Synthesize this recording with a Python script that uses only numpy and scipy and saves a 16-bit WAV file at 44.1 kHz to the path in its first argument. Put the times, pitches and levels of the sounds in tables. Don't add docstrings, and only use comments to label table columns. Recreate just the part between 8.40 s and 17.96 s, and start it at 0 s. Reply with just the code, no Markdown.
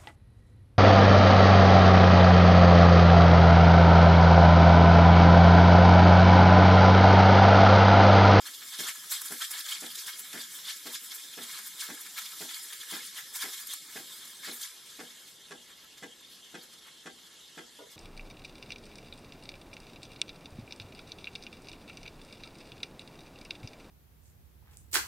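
import sys
import numpy as np
from scipy import signal
from scipy.io import wavfile
from scipy.ndimage import uniform_filter1d

SR = 44100
rng = np.random.default_rng(int(sys.argv[2]) if len(sys.argv) > 2 else 0)


def amplitude_ratio(level_db):
    exponent = np.asarray(level_db, float) / 20
    return 10 ** exponent


def wav_record(signal):
    frames = np.transpose(np.atleast_2d(signal))
    bounded = np.clip(frames, -1, 1)
    quanta = np.round(bounded * 32767).astype(np.int16)
    wavfile.write(sys.argv[1], SR, quanta)


N = 421596

BAND_HZ = (2540, 6280)
JET_DB = (-63.5, -53, -54.5)
AIR_SHARE = (0.87, 0.36, 1)


def evened(x):
    return x / np.sqrt(np.mean(x ** 2) + 1e-20)


def read(points, hz):
    f, value = np.transpose(points)
    return np.interp(np.log(hz + 1), np.log(f + 1), value)


def add(mix, s, sound):
    part = mix[round(s * SR):][:len(sound)]
    part += sound[:len(part)]


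def ring(modes, rise_ms, size=7000):
    t = np.arange(size) / SR
    total = np.zeros(size)
    for k, (hz, db, t60) in enumerate(modes):
        total += (-1) ** k * amplitude_ratio(db - 60 * t / t60) * np.sin(2 * np.pi * hz * t)
    return total * (1 - np.exp(-1000 * t / rise_ms))


def field(size, patchy_db, bins, frames):
    real, imaginary, patches = rng.standard_normal((N * 4 // size + 5, size // 2 + 1, 3)).T
    patches = uniform_filter1d(patches, size=bins, axis=0)
    patches = evened(uniform_filter1d(patches, size=frames, axis=1))
    return (real + 1j * imaginary) * amplitude_ratio(patchy_db * patches)


def sound_of(z):
    size = 2 * len(z) - 2
    return evened(signal.istft(z, nperseg=size, noverlap=size * 3 // 4)[1][:N])


# (frequency [Hz], level [dB per Hz])
KITCHEN_TONE = [(15, -11), (40, 16), (90, 0.5), (170, 3), (260, 2), (470, 0), (640, -5), (1100, -3),
                (1500, -42), (2000, -28.5)]
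# (frequency [Hz], level [dB])
KITCHEN_SIDE = [(30, -1), (100, -4), (250, -10), (1000, -10)]


def kitchen():
    hz = np.fft.rfftfreq(2048, 1 / SR)
    tone = amplitude_ratio(read(KITCHEN_TONE, hz))[:, None]
    mid = field(size=2048, patchy_db=0.5, bins=5, frames=6) * tone
    side = field(size=2048, patchy_db=0.5, bins=5, frames=6) * tone
    side = side * amplitude_ratio(read(KITCHEN_SIDE, hz))[:, None]
    return amplitude_ratio(-62) * np.array([sound_of(mid + side), sound_of(mid - side)])


# (frequency [Hz], width [Hz], boost [dB])
PITCHER = [(1459, 22, -16), (1707, 24, 5.5), (2210, 80, 6), (3210, 156, 5), (3564, 91, 6.5), (4200, 390, 3),
           (5107, 330, 3.5), (7460, 350, 1.5), (10230, 300, 2.5), (13400, 390, -2.5)]


def jet_noise(z, colour_db):
    hz = np.fft.rfftfreq(512, 1 / SR)[:, None]
    pitcher_db = sum(db / (1 + (2 * (hz - f) / width) ** 2) for f, width, db in PITCHER)
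    z = z * amplitude_ratio(colour_db + pitcher_db)
    above_low, above_high = [1 / (1 + (border / (hz + 1)) ** 12) for border in BAND_HZ]
    shares = (1 - above_low, above_low - above_high, above_high)
    return np.array([sound_of(z * np.sqrt(share)) for share in shares])


# (frequency [Hz], level [dB per Hz])
SURFACE = [(530, -31.5), (900, -16.5), (1300, -9), (1430, -7.5), (1600, -6), (2600, -15.5), (3510, -3),
           (4730, -8), (5020, -8), (5930, -9.5), (7440, -8), (13800, -8.5), (15600, -14)]
# (frequency [Hz], level [dB per Hz])
SUNK = [(530, -45), (900, -30.5), (1400, -11.5), (2000, -13.5), (2420, -23), (2730, -14), (3380, -9),
        (5390, -21), (6370, -20), (8890, -22), (12000, -23.5), (13200, -23), (14500, -32.5), (15800, -42)]
# (time [s], lift [dB])
AIR = [(0, 3), (.32, 10), (.64, 7.5), (.96, 12.5), (1.27, 8), (1.59, 7.5), (2, 6.5), (2.6, 5.5), (3.19, 7),
       (3.5, 4.5), (3.82, 9), (4.46, 7.5), (4.78, 3), (5.1, 11), (5.41, 3), (5.73, 6.5), (6.1, 1),
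       (6.9, 2.5)]


def steady_jet():
    t, hz = np.arange(N) / SR, np.fft.rfftfreq(512, 1 / SR)
    z = field(size=512, patchy_db=2.5, bins=6, frames=12)
    sunk = np.interp(np.arange(z.shape[1]) * 128 / SR, (6.3, 7.2), (0, 1))
    surface_db = read(SURFACE, hz)[:, None]
    sunk_db = (read(SUNK, hz) - np.interp(hz, BAND_HZ, (-1.5, -6)))[:, None]
    bands = jet_noise(z, surface_db + sunk * (sunk_db - surface_db))
    air_db = np.interp(t, *np.transpose(AIR))
    flicker_db = 0.59 * evened(uniform_filter1d(rng.standard_normal(N), size=900))
    level_db = [db + share * air_db + flicker_db for db, share in zip(JET_DB, AIR_SHARE)]
    return (bands * amplitude_ratio(level_db)).sum(0)


# (time of peak [s], level [dB], length [ms])
SLURPS = [(0.071, -39.5, 26), (0.491, -34.5, 27.6), (1.187, -40, 27), (1.263, -42, 29), (1.438, -48.5, 48),
          (1.689, -38.5, 31), (1.933, -43, 13), (2.197, -47.5, 26), (3.035, -42.5, 31), (3.172, -45, 64),
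          (3.441, -42, 77), (3.666, -45, 18), (3.788, -36, 21), (3.922, -51, 15), (4.117, -44, 24),
          (4.333, -42, 15), (4.514, -38, 17), (4.553, -40.5, 72), (4.785, -41, 46), (4.964, -45, 19),
          (5.025, -33.5, 28), (5.58, -47, 70), (6.055, -42.5, 29), (6.258, -49.5, 84), (6.61, -56, 210)]
# (time of peak [s], level [dB], length [ms])
SIPS = [(.148, -40.5, 23), (.285, -46, 79), (0.405, -30.5, 31), (1.049, -33.5, 19), (1.296, -35.5, 20),
        (1.517, -39, 14), (1.555, -35, 12), (1.593, -36.5, 34), (1.669, -39.5, 16), (2.17, -43.5, 28),
        (2.47, -39.5, 27), (2.8, -60, 25), (3.119, -40.5, 55), (3.41, -33.5, 23), (4.018, -40.5, 87),
        (4.146, -36.5, 12), (4.663, -42, 47), (5.137, -39, 37), (5.319, -36.5, 50), (6.231, -37, 38)]
# (time of peak [s], level [dB], length [ms])
SPITS = [(0.723, -24.5, 24), (.818, -28, 5.9), (0.863, -32, 18), (.927, -33.5, 22), (1.115, -30.5, 17),
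         (1.414, -40, 10), (1.796, -34, 24), (1.962, -44, 130), (2.142, -40.5, 45), (2.368, -40.5, 21),
         (2.538, -35.5, 34), (2.649, -40, 53), (2.753, -36, 29), (3.274, -36, 24), (3.548, -42.5, 25),
         (3.613, -38.5, 22), (4.239, -39.5, 30), (4.436, -43, 12), (4.962, -29.5, 28), (5.202, -39.5, 24),
         (5.272, -37, 12), (5.338, -27.5, 3.8), (5.856, -43, 9.8), (6.148, -39, 66), (6.216, -38, 11)]
# (time of peak [s], level [dB], length [ms])
SWALLOWS = [(0.754, -35, 46), (1.016, -43, 56), (1.207, -34.5, 10), (1.324, -32.5, 52), (1.467, -40, 18),
            (2.014, -39, 41), (2.295, -34.5, 53), (2.553, -35, 20), (2.72, -38.5, 18), (2.941, -44, 16),
            (3.503, -45, 18), (3.859, -42.5, 38), (4.414, -41, 17), (4.631, -45, 41), (5.089, -42, 35),
            (5.182, -42, 19), (6.087, -40.5, 59), (8.048, -56, 32), (8.322, -55, 38), (8.87, -55, 20),
            (9.533, -55, 20)]
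# (gurgle [dB], ring [dB], fizz [dB], share of length spent swelling [0-1])
KINDS = [
    (-3, -1.5, 1, 0.54),
    (-16.5, -3.7, -2.4, .49),
    (-15, -24.5, -1.14, 0.49),
    (-10.5, -0.9, -6, 0.5),
]


def gulp_rows():
    rows = []
    for table, (*colour, share) in zip((SLURPS, SIPS, SPITS, SWALLOWS), KINDS):
        for s, db, ms in table:
            rows.append((s, db + np.array(colour), share * ms, (1 - share) * ms))
    sputter_per_s, sputter_db, half_ms, tint_db = 9.7, -65.5, 17.4 / 2, 6
    luck = rng.standard_normal((200, 5))
    times = np.cumsum(np.exp(0.6 * luck[:, 0])) / sputter_per_s
    for s, (_, size, *tint) in zip(times[times < N / SR], luck):
        air_db = np.interp(s, *np.transpose(AIR)) * np.sum(AIR_SHARE)
        db = air_db + sputter_db + tint_db * np.array(tint)
        rows.append((s, db + KINDS[0][:3], half_ms * np.exp(0.3 * size), half_ms * np.exp(0.79 * size)))
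    return rows


def pings(strength):
    pings_per_s, t60, rise_s, spread = 330, 0.025, 0.003, 0.05
    t, out = np.arange(1024) / SR, np.zeros(N)
    size = amplitude_ratio(4.0 * np.minimum(rng.exponential(1, N), 3))
    size = size * (rng.random(N) < pings_per_s / SR)
    which = rng.integers(0, len(PITCHER), N)
    for k, (hz, _, _) in enumerate(PITCHER):
        hz = hz * (1 + spread * rng.standard_normal())
        tone = np.sin(2 * np.pi * hz * t) * amplitude_ratio(-60 * t / t60) * (1 - np.exp(-t / rise_s))
        band = np.searchsorted(BAND_HZ, hz)
        out += signal.oaconvolve(size * (which == k) * strength[band], tone)[:N]
    return amplitude_ratio(0.5) * out


def gulps():
    t, hz = np.arange(N) / SR, np.fft.rfftfreq(512, 1 / SR)
    power = np.zeros((3, N))
    for peak, db, rise, fall in gulp_rows():
        near = slice(max(round((peak - 0.15) * SR), 0), round((peak + 0.2) * SR))
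        ms = 1000 * (t[near] - peak)
        swell = np.exp(-1.3 * abs(ms / rise) ** 1.39)
        collapse = np.exp(-1.3 * abs(ms / fall) ** 1.07)
        shape = np.where(ms < 0, swell, collapse)
        if rise + fall < 24:
            shape = shape + 0.6 * np.exp(-(ms / 0.86) ** 2)
        power[:, near] += amplitude_ratio(db)[:, None] ** 2 * shape
    strength = np.sqrt(power)
    tearing = amplitude_ratio(0.5 * evened(uniform_filter1d(rng.standard_normal(N), size=90)))
    noise = jet_noise(field(size=512, patchy_db=3.5, bins=8, frames=4), read(SURFACE, hz)[:, None])
    return (noise * strength * tearing).sum(0) + pings(strength)


# (time [ms], body level [dB], casing level [dB])
STROKE = [
    (0.094, -1.5, -1),
    (6.98, -13, -0.5),
    (11.63, -1, 0.5),
    (17.04, -10.5, -1),
    (29.62, -10, -10),
    (40.76, -6, -11.5),
]
# (frequency [Hz], level [dB], time to die by 60 dB [s])
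BODY = [(155.6, -6.5, 0.059), (241.4, -10, 0.21), (262, -21, 0.22), (303.6, 4.5, 0.054), (359.5, -10, 0.17),
        (388, 5, 0.032), (492, -4, 0.058), (530, -6, 0.038), (655, -3, 0.038), (786, 3, 0.032),
        (862, 7.5, 0.01), (942, -2.5, 0.034)]
# (frequency [Hz], level [dB], time to die by 60 dB [s])
CASING = [(1124, -8.5, 0.021), (1414, -5, 0.019), (1614, -6.5, 0.056), (1740, -8, 0.039),
          (2020, -6.5, 0.039), (2540, -8, 0.017), (2970, -11, 0.02), (3390, -8, 0.025), (4240, -7, 0.0091),
          (5440, -0.5, 0.0031), (7700, 5, 0.0015)]


def pump():
    start_s, period_s = 0.3885, 0.51669
    body, shake, casing = np.zeros((3, N))
    for s in np.arange(start_s, N / SR, period_s):
        chance = rng.standard_normal((len(STROKE), 3))
        for (ms, body_db, casing_db), (a, b, c) in zip(STROKE, chance):
            add(body, s + (ms + 0.11 * c) / 1000, amplitude_ratio([body_db + 1.5 * a]))
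            add(shake, s + ms / 1000, amplitude_ratio(body_db - 23.5) * np.hanning(500))
            add(casing, s + ms / 1000, amplitude_ratio(casing_db + 0.5 * b) * np.hanning(380))
    body = body + shake * rng.standard_normal(N)
    casing = casing * rng.standard_normal(N) / 9
    knock = signal.oaconvolve(body, ring(BODY, 2.2))[:N]
    rattle = signal.oaconvolve(casing, ring(CASING, 0.043))[:N]
    return amplitude_ratio(-43) * knock + amplitude_ratio(-40) * rattle


# (time [s], level [dB])
BUMP = [
    (9.385, -49),
    (9.395, -52),
    (9.405, -48.5),
    (9.414, -53),
    (9.431, -57),
    (9.461, -67.5),
]
# (frequency [Hz], level [dB], time to die by 60 dB [s])
COUNTER = [(297, -0.5, 0.15), (403, 1, 0.12), (445, 7.5, 0.046), (556, 7, 0.049), (653, -4, 0.12),
           (805, -6, 0.051), (970, -1, 0.054), (1210, -1, 0.055), (1444, 2, 0.04)]


def bump():
    blows = np.zeros(N)
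    for s, db in BUMP:
        add(blows, s, amplitude_ratio(db) * rng.standard_normal(450) * np.hanning(450) / 11)
    return signal.oaconvolve(blows, ring(COUNTER, 2.1))[:N]


# (frequency [Hz], time to die by 60 dB [s])
ROOM = [(200, 0.56), (1000, 0.14), (4000, 0.026), (12000, 0.43)]
# (frequency [Hz], level [dB])
WET = [(60, -4), (250, -25), (600, -6), (1200, -9.5), (2200, -6.5), (4000, -8.5), (8000, -11.5),
       (12000, -14)]


def room(x):
    taps = np.zeros((2, SR // 2))
    at = np.arange(100, SR // 2 - 20, 20)
    at = at + rng.integers(0, 20, (2, len(at)))
    np.put_along_axis(taps, at, rng.choice([-1., 1.], at.shape), 1)
    hz, t, z = signal.stft(taps, SR, nperseg=256)
    t60 = read(ROOM, hz)[:, None]
    z = z * amplitude_ratio(-60 * t / t60 + read(WET, hz)[:, None])
    z = z * np.sqrt(6 * np.log(10) * 20 / SR / t60)
    echoes = signal.istft(z, SR, nperseg=256)[1]
    return signal.fftconvolve(x[None], echoes, axes=1)[:, :N]


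def scene():
    near = steady_jet() + gulps() + pump() + bump()
    middle, width = room(near)
    return amplitude_ratio(-3.0) * near + amplitude_ratio(-1.5) * middle + np.array([width, -width]) + kitchen()


def band_db(z, size):
    power = np.add.reduceat(abs(z) ** 2, np.arange(0, len(z), size)) / size
    return 10 * np.log10(power + 1e-16)[np.arange(len(z)) // size]


def roll_off(x):
    return signal.sosfilt(signal.butter(12, 15730, fs=SR, output="sos"), x)


# (frequency [Hz], distance under the whole [dB])
GATE = [(40, 46), (130, 39), (250, 37.5), (400, 40.5), (700, 41), (1200, 39.5), (2400, 47), (6000, 61),
        (12000, 52), (13400, 38), (15000, 31.5)]
# (frequency [Hz], level [dB])
HEARING = [(11000, -108), (12800, -96), (13300, -89), (14500, -91), (15600, -86)]
# (frequency [Hz], distance under the middle [dB])
WIDTH_GATE = [(1000, 27), (2500, 10), (3300, 7.5), (4100, 5), (5000, 11.5), (7500, 39), (9000, 12.5),
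              (12000, 25), (14000, 55)]


def record(dry):
    hz, t, z = signal.stft(dry, SR, nperseg=2048, noverlap=1024)
    z = z / np.sqrt(1 + (150 / (hz[:, None] + 1)) ** 4)
    mid, side = (z[0] + z[1]) / 2, (z[0] - z[1]) / 2
    whole = uniform_filter1d((abs(mid) ** 2).sum(0), size=3, origin=1)
    waver_db = 1.1 * evened(uniform_filter1d(rng.standard_normal(len(t)), size=4))
    loud_db = 0.7 * 10 * np.log10(whole + 1e-16) - 14.0 + waver_db
    loud_db = np.minimum(loud_db, 1.8 * loud_db + 38)
    limit_db = np.maximum(loud_db - read(GATE, hz)[:, None], read(HEARING, hz)[:, None])
    streaks = evened(uniform_filter1d(rng.standard_normal((257, len(t))), size=4))
    streak_db = 4.5 * streaks[np.arange(len(hz)) // 4]
    streak_db = streak_db * np.interp(hz, (9000, 13000), (0.2, 1))[:, None]
    heard = band_db(mid, size=4) > limit_db + streak_db
    whims = uniform_filter1d(rng.standard_normal((65, len(t))), size=2)
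    side_db = band_db(side, size=16) + 3.5 * whims[np.arange(len(hz)) // 16]
    wide = side_db > band_db(mid, size=16) - read(WIDTH_GATE, hz)[:, None]
    z = heard * np.array([mid + wide * side, mid - wide * side])
    mix = signal.istft(z, SR, nperseg=2048, noverlap=1024)[1][:, :N]
    return roll_off(mix)


dry = scene()
out = record(dry)
wav_record(out)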